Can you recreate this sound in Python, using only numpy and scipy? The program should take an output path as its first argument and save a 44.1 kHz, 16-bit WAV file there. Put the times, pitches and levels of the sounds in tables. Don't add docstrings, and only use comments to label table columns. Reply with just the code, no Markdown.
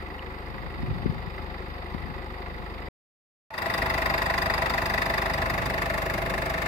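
import sys
import numpy as np
from scipy import signal
from scipy.fft import rfft, irfft, next_fast_len
from scipy.io import wavfile
from scipy.ndimage import uniform_filter1d

SR = 44100
rng = np.random.default_rng(int(sys.argv[2]) if len(sys.argv) > 2 else 0)


def store_pcm(level_fs):
    pcm = np.round(np.clip(level_fs, -1, 1) * 32767).astype(np.int16)
    wavfile.write(sys.argv[1], SR, np.atleast_2d(pcm).T)


def level_to_linear(level):
    exponent = np.asarray(level, float) / 20
    return 10 ** exponent


N = 294147
T = np.arange(N) / SR

FIRING_HZ = 25
TOP_HZ = 15750
FADE_DB, FADE_S = -18.5, 0.0639
BASS_HELD_DB, BASS_OPENS_S, BASS_OPENING_S = -14.5, 3.78, .008
BREEZE_DB, BREEZE_LEFT_DB, RUMBLE_DB, RUMBLE_LEFT_DB = -51, 8, -40, 0.78
SIDE_HIDES, FRONT_HZ = .55, 740

CUTS_S = (2.887, 3.504)
FAR_ENDS_S, NEAR_STARTS_S = CUTS_S

# time in seconds, start of the knock in ms after each 40 ms clock tick.
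LAG = [(0, 21), (.6, 19), (2.9, 18.5), (3.5, 18.5), (4.4, 18), (4.9, 17.3), (6.7, 17.2)]
# knock in dB, injector in dB, valve closing delay in ms, valve in dB.
FAR_CYLINDERS = [(-3, 0.5, 31, -25), (-2, -2, 12.6, -7.5), (-1.5, -1, 14, -6.5), (-5, 4, 11, -2.5)]
NEAR_CYLINDERS = [(-.5, -4, 12, -9), (.5, 4, 7, -6), (-1, 0, 7, -6), (0, -2, 7, -5)]
# multiple of the firing rate, level in dB.
FAR_ORDERS = [(1, -13), (2, -1.5), (3, -2), (4, -12.5), (5, -26.5), (6, -15), (7, -15), (8, -14.5)]
NEAR_ORDERS = [(1, -15.5), (2, -1.5), (3, -5), (4, -12), (5, -12), (6, -15), (7, -11), (8, -12)]
# pitch in Hz, width in Hz, level in dB, nearest cylinder 0-3 (rounded; below
# 0 none), extra from that cylinder in dB.
FAR_PANELS = [(368.5, 45, -14, 1, 13), (527.7, 18, -4.5, 0.5, 3), (372, 45, -14, 3, 13),
              (730.3, 24.2, -4.5, 1, 2.5), (845.4, 37, -4, -2, 1.5), (981.1, 8.1, -3.5, 2.5, 1.5)]
NEAR_PANELS = [(375, 20, -6, 3, 1), (527, 15, -8, 1, 1), (662, 22, 2, 3, 4), (785, 16, -6, 2, 11),
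               (873, 14, -8, 0, 10), (988, 36, -4.5, 3, 2), (1060, 30, -12, 1, 5), (1165, 25, -12, 1, 8)]
FAR_PANEL_MS = (26, 8.5, 26, 9, 8, 0)
NEAR_PANEL_MS = (1.5, 8, 6.5, 11, 6, -1, -1, -.5)
# frequency in Hz, level in dB per Hz.
FAR_BLOCK = [(130, -31), (220, -7), (274, -7.5), (376, -1), (430, -9), (520, -4.5), (620, -15), (718, -5),
             (784, -9), (848, -3.5), (925, -8), (1180, -7), (1450, -28.5), (1880, -45.5), (3190, -120)]
NEAR_BLOCK = [(130, -35), (220, -8.5), (311, -10.5), (376, -7), (444, -12.5), (524, -7.5), (660, -8),
              (724, -9), (830, -2.5), (925, -8), (1050, -1.5), (1230, -11), (1450, -20), (1880, -49),
              (3190, -120)]
SIDE_BLOCK = [(130, -41.5), (220, -12.5), (279, -7.5), (314, -9.5), (376, -7), (441, -10.5), (466, -7.5),
              (664, -2.5), (724, -12), (848, -4.5), (947, -19), (1100, -4), (1450, -11.5), (1880, -47.5),
              (3190, -120)]
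FAR_KNOCK = [(760, -13.5), (1300, -1), (1550, -6.5), (1810, -5), (1970, -1.5), (2060, -2), (2280, -8.5),
             (2530, -8), (3200, -19), (4160, -43.5), (7040, -120)]
NEAR_KNOCK = [(760, -14.5), (1300, -3), (1530, -4.5), (1740, -6), (1920, -3.5), (2030, -6.5), (2200, -9.5),
              (2650, -8), (3020, -22), (3200, -23.5), (4160, -53.5), (7040, -120)]
SIDE_KNOCK = [(760, -29), (1300, -10), (1460, -7), (1710, -7), (1920, -4.5), (2120, -3.5), (2430, -9.5),
              (2670, -7.5), (2920, -15), (3200, -24), (4160, -51.5), (7040, -120)]
FAR_INJECTOR = [(1760, -31.5), (3000, -3.5), (3410, -2), (3690, 3.5), (4050, -3.5), (4870, -0.5),
                (5120, -9.5), (5420, -22), (5900, -26), (7670, -43.5), (13000, -120)]
NEAR_INJECTOR = [(1760, -8.5), (3000, -18), (3260, -4.5), (3700, 1.5), (4130, -4), (4880, -3.5), (5110, -8),
                 (5360, -13.5), (5900, -16), (7670, -41.5), (13000, -120)]
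FAR_HISS = [(3240, -30.5), (5500, -3), (6410, -5.5), (7080, -4.5), (9000, -4.5), (12100, -2), (13800, 2.5),
            (15500, -5), (16000, -13), (16200, -33)]
NEAR_HISS = [(3240, -49), (5500, -0.5), (7680, -1.5), (8300, -1.5), (8920, -5), (10900, -0.5),
             (11900, -2.5), (14800, 0.5), (15700, -6), (16200, -18.5)]
# pitch in Hz, width in Hz, level in dB.
HEAD_TONES = [(1751, 250, -5.5), (1953.4, 180, 1), (2664, 67, -18.5)]
SIDE_HEAD_TONES = [(1750.6, 300, 9), (2096, 240, 2.5), (2780, 78, -17.5)]
NOZZLE_TONES = [(3666, 250.6, -4.5), (4889.7, 200, -0.5)]
FAR_RING_DB = (-5.5, -5, -9.5)
NEAR_RING_DB = (-.3, 0, -.8)
FAR_DB = (-40, -41, -47.5, -57.5, -70.5)
NEAR_DB = (-36, -32, -34.5, -45, -50.5)
FAR_FOLLOWS = (1.5, 0.24, 0.1, 2.5, -0.02)
NEAR_FOLLOWS = (0.048, 0.046, 1.013, 0.87, 0.314)
# time in seconds, nearness in dB.
APPROACH = [(0, -1), (1, 0.21), (2.2, 0), (2.9, -0.28)]
# time in seconds, nearness to the head in dB.
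DRIFT = [(3.8, 0.22), (5.2, -0.15), (5.55, -2.5), (5.9, -3), (6.3, -4.5), (6.67, -2.5)]
# time in seconds, share of the knock heard from the side 0-1.
WALK = [(0, 0), (5.1, 0.07), (5.8, 0.73), (6.7, 1)]
# frequency in Hz, left over right in dB.
FAR_LEFT = [(60, 5.5), (110, 1), (200, -3), (380, 2), (700, 4), (1290, -2.5), (2380, -4), (4400, -0.5),
            (8120, -2), (15000, -1.5)]
NEAR_LEFT = [(60, 2.5), (110, 1.5), (200, 1.0), (380, 1.25), (700, 1.53), (1290, 1.54), (2380, 0.18),
             (4400, 4.47), (8120, 1.5), (15000, 2.57)]
# frequency in Hz, likeness 0-1.
FAR_ALIKE = [(200, 1), (640, 0.83), (1400, 0.38), (2500, 0.37), (5000, .15), (9000, .05)]
NEAR_ALIKE = [(200, 1), (640, 0.584), (1400, 0.406), (2500, 0.104), (5000, 0.046), (9000, .05)]
# frequency in Hz, lead of the left in radians.
FAR_LEAD = [(300, .2), (950, 1.2), (1550, 2.9), (2500, 6.3), (5000, 12)]
NEAR_LEAD = [(300, 0), (690, .2), (1640, 3.4), (2150, 5.9), (4000, 6.3)]
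# time in seconds, peak in dB, pitch in Hz, half length in ms.
TICKS = [
    (.194, -31, 2850, 1),
    (3.535, -38, 890, 22),
]
# frequency in Hz, level in dB per Hz.
BUFFET = [(25, -29.5), (60, -2), (100, 0.5), (180, -2.5), (260, -11), (400, -22), (600, -60), (1200, -120)]
# time in seconds, peak in dB, left over right in dB, swell in
# seconds per 9 dB.
GUSTS = [(.54, -45, 16.5, 0.0739), (.66, -36, 5.5, 0.0762), (.78, -39, 10, .05), (.84, -35, -2.5, .05),
         (.91, -30, 4, .1), (1.085, -28.5, 7, 0.0835), (1.2, -39.5, 3, .1), (1.4, -39.5, 6.5, 0.0635),
         (1.51, -47, 22, 0.04), (1.7, -50, 18, 0.1), (1.98, -42, 12, 0.02), (2.1, -39.5, 15, 0.09),
         (2.16, -42.5, -8.5, 0.0061), (2.61, -41.5, -8, 0.08), (2.87, -46, -4, 0.25),
         (5.66, -34.5, -4, 0.14), (6.2, -41.5, -0.2, 0.32)]
# time in seconds, port (0 left, 1 right), peak in dB, pitch in Hz, length in cycles.
SLAPS = [(0.836, 1, -26.5, 220, 2.58), (0.9125, 1, -18, 100, 1.8), (1.0595, 0, -13, 327.6, 1.205),
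         (1.062, 0, -8, 175, 1.076), (1.1, 0, -12.5, 129.5, 0.92), (1.278, 0, -22.5, 130, 1),
         (1.949, 0, -14.5, 170, 0.646)]


def unit(x):
    return x / np.sqrt(np.mean(x ** 2) + 1e-20)


def along(points, hz):
    f, v = np.transpose(points)
    return np.interp(np.log(hz + 1), np.log(f + 1), v)


def curves(rows):
    s, *columns = np.transpose(rows)
    return [np.interp(T, s, column) for column in columns]


def wobble(rate):
    knots = rng.standard_normal(int(N * rate / SR) + 2)
    return np.interp(T * rate, np.arange(len(knots)), knots)


def crank():
    return FIRING_HZ * (T - curves(LAG)[0] / 1000)


def strokes(levels_db, after_ms, scatter_db, jitter_ms):
    n = np.arange(-1, int(N / SR * FIRING_HZ) + 1)
    cylinder = n % 4
    chance = rng.standard_normal((len(n), 2))
    delay_ms = after_ms[cylinder] + jitter_ms * chance[:, 0]
    s = np.interp(n, crank(), T) + delay_ms / 1000
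    index = np.clip(np.round(s * SR).astype(int), 1, N - 1)
    return np.bincount(index, level_to_linear(levels_db[cylinder] + scatter_db * chance[:, 1]), N)


def burst(hits, rise_ms, fall_ms, steady_db):
    ms = np.arange(SR // 8) * 1000 / SR
    shape = (1 - np.exp(-ms / rise_ms)) ** 2 * np.exp(-ms / fall_ms)
    power = np.abs(signal.fftconvolve(hits ** 2, (shape / shape.max()) ** 2)[:N])
    return np.sqrt(power + level_to_linear(2 * steady_db))


def spread(pair, colour, alike, left, lead, span):
    part = pair[:, span]
    m = next_fast_len(part.shape[1] + SR // 8)
    hz = np.fft.rfftfreq(m, 1 / SR)
    turn = np.arccos(np.clip(along(alike, hz), -1, 1)) / 2
    mid, side = rfft(part, m) * colour(hz) * [np.cos(turn), np.sin(turn)]
    tilt = level_to_linear(along(left, hz) / 2) * np.exp(.5j * along(lead, hz))
    sides = irfft([(mid + side) * tilt, (mid - side) / tilt], m)[:, :part.shape[1]]
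    out = np.zeros((2, N))
    out[:, span] = unit(sides)
    return out


def rattle(envelope, spectrum, space):
    noise = rng.standard_normal((2, N)) * envelope
    return spread(noise, lambda hz: level_to_linear(along(spectrum, hz)), *space)


def struck(hits, modes, space, rise_ms, fall_ms):
    def tone(hz, width, db):
        level = level_to_linear(db + 0.98 * wobble(40))
        phase_drift = np.cumsum(wobble(250)) * width / SR * 2 * np.pi / 3
        return level * np.cos(2 * np.pi * hz * T + phase_drift)

    pair = [sum(tone(*mode) for mode in modes) for _ in range(2)]
    return spread(burst(hits, rise_ms, fall_ms, steady_db=-39.5) * pair, np.ones_like, *space)


def round_the_bay(front, beside, side):
    return np.sqrt(1 - side) * front + np.sqrt(side) * beside


def engine(levels, cylinders, pulse, modes, colours, space, steady_db, ring_db, left_db, side):
    exhaust_db, block_db, knock_db, injector_db, hiss_db = levels
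    fire_db, tick_db, valve_ms, valve_db = np.transpose(cylinders)
    fire = strokes(fire_db, np.full(4, .3), scatter_db=1, jitter_ms=.5)
    valves = strokes(valve_db, .3 + valve_ms, scatter_db=1.5, jitter_ms=.8)
    ticks = strokes(tick_db, np.full(4, -1.5), scatter_db=1.8, jitter_ms=.4)
    out = level_to_linear(exhaust_db + np.array([[left_db], [-left_db]]) / 2) * pulse
    out = out + level_to_linear(block_db - 1.5) * block(fire, valves, modes, colours[0], space, steady_db[0], ring_db[0], side)
    out += level_to_linear(knock_db + 2.5) * knock(fire, valves, colours[1], space, steady_db[1], ring_db[1], side)
    out += level_to_linear(injector_db + 2.5) * injectors(ticks, fire, valves, colours[2], space, steady_db[2], ring_db[2], side)
    return out + level_to_linear(hiss_db + 4) * hiss(ticks, fire, colours[3], space, steady_db[3])


def exhaust(orders, after_ms, skew):
    angle = 2 * np.pi * (crank() - after_ms * FIRING_HZ / 1000)
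    return unit(sum(level_to_linear(db + .8 * wobble(5)) * np.cos(k * angle - skew) for k, db in orders))


def block(fire, valves, modes, colour, space, steady_db, ring_db, side):
    thudding = burst(fire + valves, 4.4, 36, steady_db)
    out = rattle(thudding, colour, space)
    if side.any():
        out = round_the_bay(out, rattle(thudding, SIDE_BLOCK, space), side)
    return out + level_to_linear(ring_db) * panels(*modes, 1 - SIDE_HIDES * side)


def panels(modes, after_ms, in_view):
    alone_db = np.where(np.eye(4), 0, -120)
    blows = np.array([strokes(row, np.zeros(4), scatter_db=1, jitter_ms=.04) for row in alone_db])
    out = np.zeros(N)
    for k, ((hz, width, db, near, more_db), ms) in enumerate(zip(modes, after_ms)):
        strength = level_to_linear(db + more_db * (np.arange(4) == round(near)))
        felt = np.roll(strength @ blows, round(ms * SR / 1000))
        ring = signal.lfilter(*signal.iirpeak(hz, hz / width, SR), felt)
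        sign = (-1) ** k
        out += sign * ring * (in_view if hz > FRONT_HZ else 1)
    return unit(out)


def knock(fire, valves, colour, space, steady_db, ring_db, side):
    knocking = burst(fire + .5 * valves, 2.8, 9.93, steady_db)
    ringing = struck(fire + valves, HEAD_TONES, space, rise_ms=1.8, fall_ms=3.1)
    out = rattle(knocking, colour, space) + level_to_linear(ring_db) * ringing
    if side.any():
        ringing = struck(fire + valves, SIDE_HEAD_TONES, space, rise_ms=1.82, fall_ms=5.4)
        beside = rattle(knocking, SIDE_KNOCK, space) + level_to_linear(ring_db) * ringing
        out = round_the_bay(out, beside, side)
    return out


def injectors(ticks, fire, valves, colour, space, steady_db, ring_db, side):
    hits = 0.2 * ticks + 0.891 * fire + 0.257 * valves
    out = rattle(burst(hits, 2.5, 7.2, steady_db), colour, space)
    ringing = struck(ticks, NOZZLE_TONES, space, rise_ms=0.89, fall_ms=6.25)
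    return out + level_to_linear(ring_db) * (1 - SIDE_HIDES * side) * ringing


def hiss(ticks, fire, colour, space, steady_db):
    return rattle(burst(ticks ** .5 + .5 * fire, 2.8, 7, steady_db), colour, space)


def loudness(settled_db, follows, nearness):
    return np.array(settled_db)[:, None] + np.outer(follows, curves(nearness)[0])


def fade_db():
    since = np.clip(T - NEAR_STARTS_S, 0, None)
    return FADE_DB * np.exp(-since / FADE_S) * (T > FAR_ENDS_S)


def near_loudness():
    levels_db = loudness(NEAR_DB, NEAR_FOLLOWS, DRIFT) + fade_db()
    held = np.clip(.5 - (T - BASS_OPENS_S) / (4 * BASS_OPENING_S), 0, 1)
    levels_db[0] += BASS_HELD_DB * held
    return levels_db


def loose_parts():
    out = np.zeros(N)
    for s, db, hz, ms in TICKS:
        swell = np.exp(-((T - s) * 1000 / ms) ** 2)
        out += level_to_linear(db) * swell * np.sin(2 * np.pi * hz * T)
    return out


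def wind():
    lumps = level_to_linear(1.9 * np.array([wobble(30), wobble(30), wobble(20)]))
    m = next_fast_len(N + SR // 4)
    colour = level_to_linear(along(BUFFET, np.fft.rfftfreq(m, 1 / SR)))
    noise = rng.standard_normal((3, N)) * lumps
    left, right, both = unit(irfft(rfft(noise, m) * colour, m)[..., :N])
    shared = np.where(T < FAR_ENDS_S, .15, .75)
    rumble = np.sqrt(1 - shared) * [left, right] + np.sqrt(shared) * both
    out = buffeting() * rumble
    for s, port, db, hz, cycles in SLAPS:
        u = (T - s) * hz
        out[round(port)] += level_to_linear(db) * np.exp(-(2 * u / cycles) ** 2) * np.cos(2 * np.pi * u + 1.5)
    return out


def buffeting():
    ports = np.array([[.5], [-.5]])
    far = T < FAR_ENDS_S
    steady_db = np.where(far, BREEZE_DB, RUMBLE_DB + fade_db())
    power = level_to_linear(2 * (steady_db + ports * np.where(far, BREEZE_LEFT_DB, RUMBLE_LEFT_DB)))
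    for s, db, left_db, swell_s in GUSTS:
        power = power + level_to_linear(2 * (db + ports * left_db)) * np.exp(-2 * np.abs(T - s) / swell_s)
    return np.sqrt(power)


def scene():
    gap = round(np.mean(CUTS_S) * SR)
    far = engine(loudness(FAR_DB, FAR_FOLLOWS, APPROACH), FAR_CYLINDERS,
                 exhaust(FAR_ORDERS, after_ms=24.954, skew=.1), (FAR_PANELS, FAR_PANEL_MS),
                 (FAR_BLOCK, FAR_KNOCK, FAR_INJECTOR, FAR_HISS),
                 (FAR_ALIKE, FAR_LEFT, FAR_LEAD, slice(0, gap)),
                 steady_db=(0.5, -7.5, -6.5, 1.0), ring_db=FAR_RING_DB, left_db=4.5, side=np.zeros(N))
    near = engine(near_loudness(), NEAR_CYLINDERS,
                  exhaust(NEAR_ORDERS, after_ms=21.64, skew=1.3), (NEAR_PANELS, NEAR_PANEL_MS),
                  (NEAR_BLOCK, NEAR_KNOCK, NEAR_INJECTOR, NEAR_HISS),
                  (NEAR_ALIKE, NEAR_LEFT, NEAR_LEAD, slice(gap, N)),
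                  steady_db=(5, -7.5, -11, -13), ring_db=NEAR_RING_DB, left_db=3.0,
                  side=np.clip(curves(WALK)[0], 0, 1))
    return np.where(T < FAR_ENDS_S, far, near) + wind() + loose_parts()


def starved(x, from_hz, keep_db, patchy_db):
    hz, _, z = signal.stft(x, SR, nperseg=1024)
    power = np.abs(z) ** 2
    field = uniform_filter1d(rng.standard_normal(z.shape[1:]), size=7, axis=0)
    field = uniform_filter1d(field, size=9, axis=1)
    bar = uniform_filter1d(power, size=41, axis=1) * level_to_linear(2 * (keep_db + patchy_db * unit(field)))
    keep = (power > bar) | (hz < from_hz)[:, None]
    return signal.istft(z * keep * (hz < TOP_HZ)[:, None], SR, nperseg=1024)[1][:, :N]


def band_limit(x):
    return signal.sosfilt(signal.butter(12, 16480, fs=SR, output="sos"), x)


def record(dry):
    far_open = np.clip((FAR_ENDS_S - T) / .002, 0, 1)
    near_open = np.clip((T - NEAR_STARTS_S) / .002, 0, 1)
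    thin = starved(dry, from_hz=5850, keep_db=-2.5, patchy_db=5.5)
    return band_limit(thin * (far_open + near_open))


dry = scene()
out = record(dry)
store_pcm(out)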